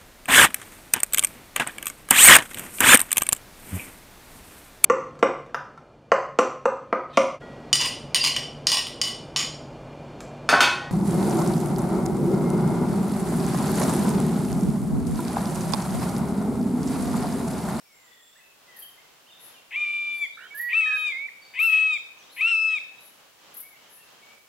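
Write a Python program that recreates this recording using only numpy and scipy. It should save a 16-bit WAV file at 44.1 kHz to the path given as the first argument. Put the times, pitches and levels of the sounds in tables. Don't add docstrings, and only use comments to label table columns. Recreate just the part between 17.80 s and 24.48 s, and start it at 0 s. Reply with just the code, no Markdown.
import sys
import numpy as np
from scipy import signal
from scipy.fft import rfft, irfft, next_fast_len
from scipy.io import wavfile
from scipy.ndimage import map_coordinates

SR = 44100
rng = np.random.default_rng(int(sys.argv[2]) if len(sys.argv) > 2 else 0)


def persist_wave(psi):
    counts = np.round(np.clip(psi, -1, 1) * 32767).astype(np.int16)
    wavfile.write(sys.argv[1], SR, np.atleast_2d(counts).T)


N = 294588


def amp(db):
    return 10 ** (np.asarray(db) / 20)


def unit(x):
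    return x / np.sqrt(np.mean(x ** 2) + 1e-20)


def along(points, hz):
    freqs, values = np.transpose(points)
    return np.interp(np.log(hz + 1), np.log(freqs + 1), values)


def curves(rows):
    times, *columns = np.transpose(rows)
    return [np.interp(np.arange(N) / SR, times, column) for column in columns]


def wobble(rate_hz, size=N):
    knots = rng.standard_normal(int(size * rate_hz / SR) + 4)
    return map_coordinates(knots, [np.arange(size) * rate_hz / SR])


def bump(t, width):
    return np.exp(-(t / width) ** 2)


def gate(t, length, edge_s):
    return np.sin(np.pi / 2 * np.clip(np.minimum(t, length - t) / edge_s, 0, 1)) ** 2


def filtered(x, response):
    size = next_fast_len(N + 8192)
    return irfft(rfft(x, size) * response(np.fft.rfftfreq(size, 1 / SR)), size)[..., :N]


def noise(spectrum):
    return unit(filtered(rng.standard_normal(N), lambda hz: amp(along(spectrum, hz))))


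def placed(x, pan_db, lead_ms=0):
    left = 2 / (1 + amp(-pan_db))
    ears = np.array([left, 2 - left]).reshape(2, -1) * x
    return filtered(ears, lambda hz: np.exp(1j * np.pi * hz * lead_ms / 1000 * np.array([[1], [-1]])))


def echo(x, decay, delay_s):
    hz, t, spectra = signal.stft(rng.standard_normal((2, SR)), SR, nperseg=256)
    tail = signal.istft(spectra * amp(-60 * t / along(decay, hz)[:, None]), SR, nperseg=256)[1]
    late = np.pad(x, (int(delay_s * SR), 0))[None]
    return signal.fftconvolve(late, tail / np.linalg.norm(tail[0]), axes=1)[:, :N]


# frequency_hz, density_db
AIR_SPECTRUM = [(15, -66), (25, -32.5), (75, -29), (112, -15.5), (214, -12), (389, -11), (428, -9),
                (482, -8.5), (1060, -8.5), (1970, -12), (2220, -12.5), (2750, -10.5), (7500, -20),
                (9750, -40), (16500, -120)]
# time_s, level_db
AIR_ENVELOPE = [(0.0, -67), (0.15, -66.5), (0.78, -64), (0.84, -60.5), (3.1, -60.5), (6.68, -61)]
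# frequency_hz, correlation
AIR_CORRELATION = [(60, 0.33), (180, 0.26), (550, 0.35), (1650, 0.37), (4970, 0.029), (15000, 0.33)]


def air(gain_db=4.5, drift_db=1.5, hiss_db=-59.9):
    angle = lambda hz: np.arccos(along(AIR_CORRELATION, hz)) / 2
    mid = filtered(noise(AIR_SPECTRUM), lambda hz: np.cos(angle(hz)))
    side = filtered(noise(AIR_SPECTRUM), lambda hz: np.sin(angle(hz)))
    envelope = amp(curves(AIR_ENVELOPE)[0] + gain_db + drift_db * wobble(9.2))
    return envelope * np.array([mid + side, mid - side]) + amp(hiss_db) * rng.standard_normal((2, N))


def whistles(notes, warble_rate_hz, edge_s, jitter, flutter_db):
    song = np.zeros(N + SR)
    for start, length, first_hz, middle_hz, last_hz, db, warble_hz in notes:
        t = np.arange(int(length * SR)) / SR
        bend = np.polyval(np.polyfit([0, .5, 1], [first_hz, middle_hz, last_hz], 2), t / length)
        uneven_time = np.cumsum(1 + 20 * jitter * wobble(40, len(t))) / SR
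        warble = np.sin(2 * np.pi * warble_rate_hz * uneven_time)
        pitch = bend * (1 + jitter * wobble(120, len(t))) + warble_hz * warble
        envelope = amp(db + flutter_db * wobble(60, len(t))) * gate(t, length, edge_s)
        envelope *= 1 - 3 * warble_hz / middle_hz * warble
        tone = np.sqrt(2) * np.sin(2 * np.pi * np.cumsum(pitch) / SR)
        song[int(start * SR):][:len(t)] += envelope * tone
    return song[:N]


def twitter(count=16, range_hz=(1730, 3690), mean_length_s=0.15, level_db=-69, max_warble_hz=90):
    notes = []
    for k, (when, height, span, bend, warble) in enumerate(rng.random((count, 5))):
        start, length = (k + when) / count * N / SR, mean_length_s * (.5 + span)
        hz = np.interp(height, [0, 1], range_hz)
        glide_hz = hz * 0.035 * (2 * bend - 1)
        notes.append((start, length, hz - glide_hz, hz, hz + glide_hz, level_db, max_warble_hz * warble))
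    return notes


# frequency_hz, t60_s
TREE_DECAY = [(500, 0.65), (2500, 0.64), (5000, 0.58), (10000, 0.13)]
# start_s, length_s, first_hz, middle_hz, last_hz, level_db, warble_depth_hz
DISTANT_NOTES = [(0, 0.14, 5430, 5450, 5450, -68, 2), (.05, 0.36, 2380, 2020, 1950, -65, 47),
                 (.12, 0.48, 7500, 7350, 7840, -68, 49), (.27, 0.28, 3505, 3450, 3500, -64.5, 100),
                 (0.55, 0.061, 1510, 1996, 1950, -60.5, -4), (.6, 0.085, 2570, 2613, 2560, -61.5, 0),
                 (.87, 0.15, 2006, 1920, 1570, -61, 16), (1.015, 0.041, 3160, 3130, 2800, -53.5, 2),
                 (1.17, 0.049, 2070, 2130, 2490, -59, 0), (1.462, 0.055, 2510, 3136, 2450, -53.5, -4),
                 (1.48, 0.15, 3570, 3625, 3740, -58, 121), (1.73, 0.09, 3450, 2810, 2820, -57.5, -6),
                 (2.52, 0.046, 3570, 3740, 3830, -53.5, 7), (3.6, 0.13, 2330, 2300, 2300, -55.5, 23),
                 (4.37, 0.066, 6900, 6020, 5610, -62, 145), (4.385, .08, 2790, 3220, 3980, -60.5, -4),
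                 (4.49, 0.051, 3520, 3980, 4400, -53.5, -3), (5.175, 0.048, 3760, 3860, 4070, -56.5, 0),
                 (5.82, 0.14, 2103, 2264, 1990, -57.5, 25), (5.95, 0.18, 2810, 3090, 3090, -66.5, 150),
                 (6.17, 0.078, 2640, 2740, 2620, -60, 14), (6.42, 0.14, 2240, 2262, 2420, -57, -8)]
# start_s, length_s, level_db
DISTANT_BUZZES = [(0.967, 0.096, -66.5), (2.338, 0.14, -63), (2.77, 0.15, -62.5), (3.612, 0.15, -60.5)]


def distant_birds(direct_db=-2, trees_db=-5, buzz_hz=(4560, 4540, 4716), buzz_depth_hz=27.8):
    buzzes = [(start, length, *buzz_hz, db, buzz_depth_hz) for start, length, db in DISTANT_BUZZES]
    notes = DISTANT_NOTES + buzzes + twitter()
    song = whistles(notes, warble_rate_hz=42, edge_s=0.01, jitter=0.008, flutter_db=3.5)
    return amp(direct_db) * song + amp(trees_db) * echo(song, TREE_DECAY, delay_s=0.019)


def stridulation(chirps, strokes, wing, attack_s, release_s=0.015, tooth_rate_hz=515):
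    t = np.arange(SR // 7) / SR
    chirp = np.zeros(len(t))
    for delay, length, db in strokes:
        swell = np.clip((t - delay) / attack_s, 0, 1)
        chirp += amp(db) * swell * np.exp(-np.maximum(t - delay - length, 0) / release_s)
    envelope = np.zeros(N + SR)
    for start, db, *_ in chirps:
        envelope[int(start * SR):][:len(t)] += amp(db) * chirp
    file_phase = 2 * np.pi * tooth_rate_hz * np.cumsum(1 + 0.12 * wobble(120)) / SR
    teeth_db = wobble(830) - 0.5 * np.sin(file_phase)
    return envelope[:N] * unit(noise(wing) * amp(teeth_db))


# frequency_hz, t60_s
GRASS_DECAY = [(8000, 0.33), (15000, 0.4)]
# start_s, level_db, pan_db
NEAR_CHIRPS = [(.96, -42.5, 3.5), (2.746, -38, 2.5), (3.79, -38.5, 2.5), (5.738, -39, 3.5)]
# delay_s, length_s, gain_db
NEAR_STROKES = [(0, 0.012, -5.5), (0.026, 0.019, -0.5), (0.06, .017, -1)]
# frequency_hz, gain_db
NEAR_WING = [(8000, -36), (9200, -26.5), (9900, -10.5), (11000, -11), (12200, -3), (13300, -18),
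             (15500, -18)]


def near_cricket(scatter_db=-6, side_db=-6):
    mid, side = [stridulation(NEAR_CHIRPS, NEAR_STROKES, NEAR_WING, attack_s=0.0065) for _ in range(2)]
    ears = (mid + amp(side_db) * np.array([side, -side])) / np.hypot(1, amp(side_db))
    scattered = amp(scatter_db) * echo(mid, GRASS_DECAY, delay_s=0.004)
    return placed(ears + scattered, pan_db=curves(NEAR_CHIRPS)[-1])


# start_s, level_db
DISTANT_CHIRPS = [(1.02, -55.5), (1.59, -48), (2.32, -52), (3.135, -51), (3.85, -49), (4.51, -50),
                  (5.195, -51), (5.81, -57), (6.09, -50.5)]
# delay_s, length_s, gain_db
DISTANT_STROKES = [(0, 0.024, -2.5), (0.031, 0.02, 0), (0.054, .025, -5.5)]
# frequency_hz, gain_db
DISTANT_WING = [(8500, -51), (9700, -6), (10600, -2.5), (11800, -2), (12700, -17.5), (14500, -17.5)]


def distant_crickets(direct_db=-9):
    chirps = stridulation(DISTANT_CHIRPS, DISTANT_STROKES, DISTANT_WING, attack_s=0.0087)
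    return placed(amp(direct_db) * chirps + echo(chirps, GRASS_DECAY, delay_s=0.004), pan_db=4.5)


# frequency_hz, gain_db
RASP_SPECTRUM = [(1500, -44.5), (1900, -19.5), (2250, -18.5), (2550, -4.5), (2800, -5.5), (2980, -4),
                 (3250, -24), (4000, -22), (4700, -44.5), (5500, -34), (6500, -36), (8300, -25.5),
                 (10500, -54)]
# pitch_multiple, start_db, end_db
GROWL_PARTIALS = [(1, -22.5, -21.5), (2, -8.5, 5.5), (2.5, 6, -1), (3, -2, -13.5), (3.5, -10.5, -25)]


def growl(length, glide_hz=(873, 1095), end_db=-35, swell_db=19, jitter=0.091, rasp_db=-13):
    size = int(length * SR)
    progress = np.arange(size) / size
    pitch = np.interp(progress, [0, 1], glide_hz) * (1 + jitter * (1 - progress) * wobble(450, size))
    phase = 2 * np.pi * np.cumsum(pitch) / SR
    tone = sum(amp(early_db + (late_db - early_db) * progress) * np.sin(k * phase)
               for k, early_db, late_db in GROWL_PARTIALS)
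    swell = amp(end_db - swell_db * (1 - progress) ** 2) * gate(progress * length, length, edge_s=0.005)
    return swell * (np.sqrt(2) * tone + amp(rasp_db) * noise(RASP_SPECTRUM)[:size])


# middle_s, half_length_s, rasp_db
VOICE_BREAKS = [(2.104, 0.066, -18), (3.24, 0.013, -25), (3.961, 0.041, -18), (4.696, 0.019, -5.5)]


def mew_contours(start, length, held_hz, overshoot_hz, peak_s, scoop_s, fall_s, db, fade_db_per_s,
                 scoop_db, end_swell_db, held_rasp_db,
                 scoop_hz=174.8, doubling_hz=1301, clear_rasp_db=-43):
    t = np.arange(int(length * SR)) / SR
    remaining = length - t
    scoop, fall = np.exp(-t / scoop_s), np.exp(-remaining / fall_s)
    pitch = held_hz * (1 - 0.16 * fall) - scoop_hz * scoop + overshoot_hz * bump(t - peak_s, 0.039)
    level_db = db - fade_db_per_s * t - scoop_db * scoop - 8 * fall
    level_db += 3 * bump(t - 0.0034, 0.0034)
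    level_db += end_swell_db * bump(remaining - 0.034, 0.02)
    bright_db = -8.5 * np.exp(-t / 0.19) + 6 * bump(remaining - 0.042, 0.028)
    doubling = (1 + np.tanh((doubling_hz - pitch) / 5)) / 2 * (1 - bump(remaining, 0.02))
    doubling /= 1 + np.exp((t - 0.43) / 0.014)
    hoarseness = amp(clear_rasp_db + (held_rasp_db - clear_rasp_db) * doubling)
    hoarseness += amp(-12.5) * scoop + amp(-13.5) * fall ** 2
    for middle, half, rasp_db in VOICE_BREAKS:
        hoarseness += amp(rasp_db) * gate(start + t - middle + half, 2 * half, edge_s=0.0022)
    return pitch, level_db, bright_db, doubling, hoarseness


# frequency_hz, gain_db
THROAT_RESPONSE = [(400, -3), (620, -2), (1450, 2.5), (1770, -7.5), (1940, 7), (2150, 2.5), (3900, 2.5),
                   (4800, 0), (5400, 6), (6200, 4.5), (7200, 1.5), (7850, 0), (8350, 5.5), (9400, 1.5),
                   (10500, -19)]
# pitch_hz, level_db
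HARMONIC_1 = [(1100, -39.5), (1185, -28), (1260, -19.5), (1305, -25), (1370, -17)]
HARMONIC_3 = [(1100, -14), (1185, -20), (1230, -12.5), (1265, -19), (1290, -31), (1320, -33), (1345, -23.5),
              (1380, -28.5)]
HARMONIC_4 = [(1100, -50), (1185, -38), (1225, -32), (1275, -46.5), (1305, -33.5), (1380, -27)]
# pitch_multiple, gain_db
UPPER_HARMONICS = [(4, 0), (5, -7.5), (6, 1.5), (7, -2), (8, -1.5)]
# pitch_multiple, gain_db
HALF_HARMONICS = [(.5, -16.5), (1.5, -10.5), (2.5, -2), (3.5, -16), (4.5, -22), (5.5, -20), (6.5, -19.5)]


def mew(pitch, level_db, bright_db, doubling, hoarseness, single_db=-50.5, doubled_db=-22):
    size = len(pitch)
    t = np.arange(size) / SR
    strain = np.minimum(hoarseness, 0.14)
    jitter = (0.0026 + 0.047 * strain) * wobble(260.9, size)
    phase = 2 * np.pi * np.cumsum(pitch * (1 + jitter)) / SR

    def partial(k, db, shift_rad=0):
        return amp(db + along(THROAT_RESPONSE, k * pitch)) * np.sin(k * phase + shift_rad)

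    tone = amp(along(HARMONIC_1, pitch) + along(THROAT_RESPONSE, 0.94 * pitch)) * np.sin(phase)
    tone += partial(2, 0) + partial(3, along(HARMONIC_3, pitch) + np.minimum(bright_db, 0))
    upper_db = along(HARMONIC_4, pitch) + bright_db - 35 * strain
    for k, db in UPPER_HARMONICS:
        flutter_db = wobble(187.2, size) + 3.5 * wobble(22, size)
        blur_rad = 0.26 * (k - 3) * wobble(300, size)
        tone += partial(k, upper_db + db + flutter_db, blur_rad)
    slip_rad = 6 * strain * wobble(200, size)
    half_db = single_db + (doubled_db - single_db) * doubling
    tone += sum(partial(k, half_db + db, slip_rad) for k, db in HALF_HARMONICS)
    tone /= 1 + (1.7 * hoarseness) ** 2
    envelope = gate(t, size / SR, edge_s=0.004) * np.minimum(1, t[::-1] / 0.0028)
    envelope *= amp(level_db + 0.99 * wobble(71.9, size))
    sidebands = sum(wobble(520, size) * (partial(2, -4, shift) + partial(4, -26, shift))
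                    for shift in (0, np.pi / 2))
    rasp = sidebands + amp(-5) * noise(RASP_SPECTRUM)[:size]
    return envelope * (np.sqrt(2) * tone + hoarseness * rasp)


# frequency_hz, t60_s
BUSH_DECAY = [(1000, 0.18), (8000, 0.052)]
# frequency_hz, gain_db
ECHO_RESPONSE = [(2800, -0.5), (3600, 9), (5000, 12), (6500, 10)]
# start_s, length_s, held_hz, overshoot_hz, peak_s, scoop_s, fall_s, level_db,
# fade_db_per_s, scoop_loss_db, end_swell_db, held_rasp_db, growl_s, pan_db
BUZZARD_MEWS = [(1.956, 0.51, 1183, 21.44, 0.055, 0.00372, 0.019, -27.5, 16, 0, 10, -22, 0.055, 2.5),
                (2.928, 0.4, 1263, 76.8, 0.047, 0.015, 0.036, -21.5, 26.5, 5.5, 4.5, -29, 0.051, 5.5),
                (3.788, 0.39, 1287, 71.4, 0.054, 0.018, 0.033, -20, 19, 7, 2, -29.5, 0.058, 5),
                (4.606, 0.383, 1305, 75.1, 0.084, 0.012, 0.026, -22, 8, 3.5, -1, -26, 0.05, 4)]


def buzzard(bushes_db=-16, trees_db=-14, overlap_s=0.004):
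    call = np.zeros(N)
    for start, *shape, growl_s, _ in BUZZARD_MEWS:
        whistle, rattle = mew(*mew_contours(start, *shape)), growl(growl_s)
        call[int(start * SR):][:len(whistle)] += whistle
        call[int((start + overlap_s - growl_s) * SR):][:len(rattle)] += rattle
    brightened = filtered(call, lambda hz: amp(along(ECHO_RESPONSE, hz)))
    bushes = amp(bushes_db) * echo(brightened, BUSH_DECAY, delay_s=0.006)
    trees = amp(trees_db) * echo(brightened, TREE_DECAY, delay_s=0.02)
    return placed(call, pan_db=curves(BUZZARD_MEWS)[-1], lead_ms=-0.023) + bushes + trees


# start_s, length_s, first_hz, middle_hz, last_hz, level_db, warble_depth_hz
SONG_PHRASE = [(2.565, 0.112, 1450, 1690, 1580, -46.5, 238), (2.6, 0.11, 2600, 3100, 3140, -54, 27),
               (2.701, 0.047, 2230, 2250, 2300, -43.5, 6), (2.738, 0.077, 1643, 1763, 1950, -38.5, 3),
               (2.79, 0.156, 1886, 1932, 1856, -31.5, 2), (2.995, 0.05, 2255, 2290, 1890, -35.5, -3),
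               (3.052, 0.132, 1815, 1727, 1615, -35.5, 58), (3.31, 0.077, 2237, 2099, 2205, -33, 22),
               (3.365, 0.11, 2147, 2248, 2314, -33, -1), (3.477, 0.019, 2340, 2040, 1630, -36, -2)]


def near_songbird(trees_db=-13):
    song = whistles(SONG_PHRASE, warble_rate_hz=62, edge_s=0.012, jitter=0.0058, flutter_db=0)
    trees = amp(trees_db) * echo(song, TREE_DECAY, delay_s=0.019)
    return placed(song, pan_db=-6, lead_ms=-0.032) + trees


def scene():
    return air() + distant_birds() + near_cricket() + distant_crickets() + buzzard() + near_songbird()


def record(dry, cutoff_hz=15850):
    return filtered(dry, lambda hz: hz < cutoff_hz)


dry = scene()
out = record(dry)
persist_wave(out)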